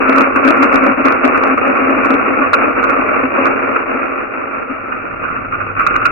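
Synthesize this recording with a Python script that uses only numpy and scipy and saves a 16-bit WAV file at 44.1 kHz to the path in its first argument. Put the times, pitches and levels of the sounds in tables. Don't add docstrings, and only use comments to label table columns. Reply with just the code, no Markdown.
import sys
import numpy as np
from scipy import signal
from scipy.fft import rfft, irfft
from scipy.io import wavfile
from scipy.ndimage import uniform_filter1d

SR = 44100
rng = np.random.default_rng(int(sys.argv[2]) if len(sys.argv) > 2 else 0)


def generate_wav(sig):
    pcm = np.round(np.clip(np.atleast_2d(sig).T, -1, 1) * 32767).astype(np.int16)
    wavfile.write(sys.argv[1], SR, pcm)


N = 269451
TIME = np.arange(N) / SR

# time_s, level_db
RUMBLE_LEVEL_CURVE = [(0, -39), (3.7, -39.5), (4.3, -45.5), (4.9, -41), (5.25, -34), (6.11, -32.5)]
# frequency_hz, level_db
RUMBLE_SPECTRUM = [(15, -11), (28, -6), (38, 2.5), (52, -9), (76, -10), (99, 2.5), (125, -5), (170, -8),
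                   (300, -10)]
# centre_s, depth_db, half_length_s
STREAM_LULLS = [(0.317, -5.5, 0.09), (0.412, -4.5, 0.026), (0.961, -7.5, .04), (1.035, -5, .02),
                (1.56, -6, .02), (1.203, -4, 0.045), (2.247, -4, .03), (2.508, -6.5, 0.044),
                (2.744, -7.5, .04), (3.293, -5.5, .06), (3.849, -5, 0.022), (4.291, -5, .07),
                (4.652, -4.5, .04), (5.136, -1, 0.15), (5.487, -3.5, 0.037), (5.746, -4.5, .05)]
# pitch_hz, left_db, right_db, t60_s
BOTTOM_DRUM_MODES = [(226, -21.5, -21.5, 0.05), (269, 8, -1, 0.32), (280, -20.5, -18.5, 0.12),
                     (444, -18, -19.5, 0.12), (551.1, -4, -11.5, 0.27)]
# start_s, level_db (relative), length_s
CLUMP_EVENTS = [(0.0, -13.5, 0.012), (0.091, -10, 0.014), (0.149, -13, 0.076), (0.27, -15, 0.014),
                (0.357, -15.5, 0.021), (0.447, -9.5, 0.062), (0.589, -12.5, 0.066), (0.74, -10.5, 0.013),
                (0.809, -14.0, 0.11), (0.979, -15.5, 0.034), (1.052, -8.5, 0.013), (1.244, -8, 0.016),
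                (1.494, -15.5, 0.048), (1.674, -14.5, 0.036), (1.797, -18, 0.052), (1.87, -15, 0.074),
                (1.964, -15.5, 0.03), (2.054, -13, 0.0091), (2.102, -13.0, 0.051), (2.303, -18.5, 0.034),
                (2.372, -17, 0.057), (2.646, -19, 0.044), (2.988, -13.5, 0.0074), (3.233, -15, 0.018),
                (3.379, -12.5, 0.018), (3.688, -23, 0.012), (3.945, -20, 0.02), (4.698, -20.5, 0.018)]
# start_s, level_db (relative), length_s
SPRAY_EVENTS = [(.172, -17, 0.047), (0.36, -11.5, 0.014), (0.44, -18, 0.046), (0.621, -14, .03),
                (0.838, -17, 0.012), (1.054, -15, 0.037), (1.235, -16.5, .008), (1.345, -16.5, 0.021),
                (1.501, -16.5, .02), (1.576, -16, .012), (1.758, -17.5, 0.029), (2.043, -15, .026),
                (2.105, -17.5, .015), (2.421, -15.5, .025), (2.533, -7.5, .014), (2.766, -21.5, .012),
                (2.828, -16, .02), (3.003, -16, .016), (3.377, -20, .014), (3.456, -13, 0.013),
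                (3.76, -13.5, .01), (4.132, -21.5, 0.0068), (4.53, -23, 0.026), (4.92, -19, .01),
                (5.24, -22.5, .024), (5.282, -19, .008), (5.302, -22, .03), (5.357, -23, 0.018),
                (5.524, -17.5, 0.031), (5.604, -17.5, .018), (5.765, -16.5, 0.0092), (5.793, -11, 0.028),
                (5.866, -8.5, .007), (5.955, -10, 0.0092), (6.017, -15, .013), (6.054, -8, 0.013)]
# time_s, level_db (relative)
WALL_FLOW_CURVE = [(0, -16), (.7, -16), (2.1, -20), (2.9, -18.5), (3.75, -22), (4.4, -26), (5.1, -26),
                   (5.7, -23.5), (5.85, -18), (6.11, -20)]
# frequency_hz, left_db, right_db
WALL_SPECTRUM = [(300, -28, -34.5), (940, -29.5, -30.5), (1020, -22, -10), (1109, -1.5, 1.5),
                 (1332, -1.5, -3), (1395, -9, 5), (1556, -9.5, -9.5), (1660, -20.5, -21),
                 (2120, -17, -21.5), (2280, -19.5, -14), (2570, -12.5, -20.5), (2710, -17, -33.5)]
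# frequency_hz, left_db, right_db
HEAP_SPECTRUM = [(100, -19, -12.5), (174, -8.5, -1.5), (247, -1, 0.5), (342, -4, -1.5), (540, 1, -1.5),
                 (645, 1, -9), (800, -11, -4.5), (1010, -3.5, -13.5), (1200, -4, 0.5), (1780, -7, -14),
                 (2030, -10, -12.5), (2270, -10.5, -5.5), (2386, -6, -10), (2764, -12, -21)]

MUFFLE_HZ, EDGE_HZ = 2880, 16000
BURIED_FROM_S, BURIED_BY_S = 3.55, 4.98
LANDING_DB, THICKEN_DB_PER_S, CUSHION_DB = -18.5, -0.4072, -11
SURGE_DB, SURGE_S = 1.03, 0.032
KNOCK_LEAD_S = .002


def amp(db):
    return 10 ** (np.asarray(db) / 20)


def follow(curve):
    return amp(np.interp(TIME, *np.transpose(curve)))


def colour(x, hz, db):
    f = np.fft.rfftfreq(x.shape[-1], 1 / SR)
    gain = amp(np.interp(np.log(f + 1), np.log(hz), db))
    return irfft(rfft(x) * gain, x.shape[-1])


def lowpass(x, hz, size):
    taps = signal.firwin(size, hz, window=("kaiser", 9), fs=SR)
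    return signal.oaconvolve(x, taps[None], "same")


def smooth(x, seconds):
    size = max(int(seconds * SR), 2)
    return uniform_filter1d(uniform_filter1d(x, size), size)


def local_rms(pair, seconds):
    return np.sqrt(abs(smooth(pair.mean(0) ** 2, seconds)) + 1e-14)


def bursts(table, attack_s, ring_on_s):
    level = np.zeros(N)
    for start_s, level_db, length_s in table:
        rise = np.clip((TIME - start_s) / attack_s + .5, 0, 1)
        fall = np.exp(-np.maximum(TIME - start_s - length_s, 0) / ring_on_s)
        level = np.maximum(level, amp(level_db) * rise * fall)
    return level


def knock(table, t60, size=4096):
    hz, left_db, right_db = np.transpose(table)
    t = np.arange(size) / SR - KNOCK_LEAD_S
    decay = amp(-60 * abs(t) / t60) * (t >= 0)
    left, right = rng.standard_normal((2, size)) * decay
    ring = np.array([colour(left, hz, left_db), colour(right, hz, right_db)])
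    return lowpass(ring, MUFFLE_HZ, size=255)


def shower(table, per_s, spread_db, t60, steady_s, count=24):
    out = np.zeros((2, N))
    for _ in range(count):
        force = amp(spread_db * np.minimum(rng.exponential(1, N), 3))
        sign = rng.choice([-1, 1], N)
        hits = force * sign * (rng.random(N) < per_s / count / SR)
        out += signal.oaconvolve(hits[None], knock(table, t60), axes=1)[:, :N]
    return out / local_rms(out, steady_s)


def rumble():
    noise = rng.standard_normal((3, N))
    shared, left, right = colour(noise, *np.transpose(RUMBLE_SPECTRUM))
    pair = (shared + .45 * np.array([left, right])) * amp([[2], [-2]])
    pair = lowpass(pair, 400, size=801)
    return follow(RUMBLE_LEVEL_CURVE) * pair / pair.mean(0).std()


def kitchen(x, t60=0.1):
    t = np.arange(SR // 2) / SR
    tail = rng.standard_normal((2, len(t))) * amp(-60 * t / t60) * (t > .006)
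    return signal.fftconvolve(x, tail / np.linalg.norm(tail[0]), axes=1)[:, :N]


def stream():
    surges = smooth(rng.standard_normal(N), SURGE_S)
    level_db = SURGE_DB * surges / surges.std()
    for centre_s, depth_db, half_length_s in STREAM_LULLS:
        phase = np.clip((TIME - centre_s) / half_length_s, -1, 1)
        level_db += depth_db * np.cos(np.pi / 2 * phase) ** 2
    return amp(level_db)


def covered():
    return np.clip((TIME - BURIED_FROM_S) / (BURIED_BY_S - BURIED_FROM_S), 0, 1)


def landing():
    return amp(LANDING_DB + THICKEN_DB_PER_S * TIME + CUSHION_DB * covered())


def bottom(flow, gain_db=-.5, idle_db=-4, idle_db_per_s=-.6, stray_swing=1.8, clatter_db=-9, per_s=900):
    t = np.arange(SR // 4) / SR
    drum = np.zeros((2, len(t)))
    for pitch_hz, left_db, right_db, t60 in BOTTOM_DRUM_MODES:
        drum += amp([[left_db], [right_db]]) * amp(-60 * t / t60) * np.cos(2 * np.pi * pitch_hz * t)
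    hits = rng.standard_normal((1, N)) * (rng.random(N) < per_s / SR)
    ring = signal.oaconvolve(hits, drum, axes=1)[:, :N]
    ring = ring / local_rms(ring, 0.016)

    volleys = bursts(CLUMP_EVENTS, attack_s=0.008, ring_on_s=0.013)
    strays = flow ** stray_swing * landing() * amp(idle_db + idle_db_per_s * TIME)
    drumming = np.hypot(amp(gain_db) * volleys, strays) * ring
    clatter = shower(HEAP_SPECTRUM, per_s=820, spread_db=3.0, t60=.02, steady_s=0.039, count=10)
    return drumming + amp(clatter_db) * volleys * clatter


def sprays(first_bean_db=7, first_t60=0.052, rest_db=-1.0, ring_on_s=0.0054, attack_s=0.0013):
    chatter = shower(WALL_SPECTRUM, per_s=420, spread_db=2.0, t60=0.077, steady_s=0.0054, count=16)
    out = amp(rest_db) * bursts(SPRAY_EVENTS, attack_s, ring_on_s) * chatter
    for start_s, level_db, _ in SPRAY_EVENTS:
        first = knock(WALL_SPECTRUM, first_t60)
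        begin = round((start_s - KNOCK_LEAD_S) * SR)
        part = out[:, begin:][:, :first.shape[1]]
        part += amp(level_db + first_bean_db) * first[:, :part.shape[1]] / abs(first).max()
    return out


def wall(flow, skip_db=-1.5, smother_db=-8):
    chatter = shower(WALL_SPECTRUM, per_s=220, spread_db=2.0, t60=0.058, steady_s=0.018)
    skipping = flow * follow(WALL_FLOW_CURVE) * chatter
    ring = amp(skip_db) * skipping + sprays()
    smothered = colour(ring, [1080, 1220], [smother_db, 0])
    return ring + covered() * (smothered - ring)


def heap(flow, rebound_db=-11, gain_db=1.02):
    rebounds = amp(rebound_db) * follow(WALL_FLOW_CURVE)
    level = flow * np.hypot(landing(), rebounds)
    rattle = shower(HEAP_SPECTRUM, per_s=1100, spread_db=4, t60=0.029, steady_s=0.024)
    return amp(gain_db) * level * rattle


def scene(lowest_hz=192, echo_db=-12):
    flow = stream()
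    bowl = heap(flow) + wall(flow) + bottom(flow)
    bowl = colour(bowl, [lowest_hz / 2, 1.064 * lowest_hz, 1.105 * lowest_hz], [-30, -15, 0])
    return bowl + amp(echo_db) * kitchen(bowl) + rumble()


def record(dry, hiss_db=-88):
    muffled = lowpass(dry, MUFFLE_HZ, size=901)
    hissing = muffled + amp(hiss_db) * rng.standard_normal((2, N))
    return lowpass(np.clip(hissing, -1, 1), EDGE_HZ, size=255)


dry = scene()
out = record(dry)
generate_wav(out)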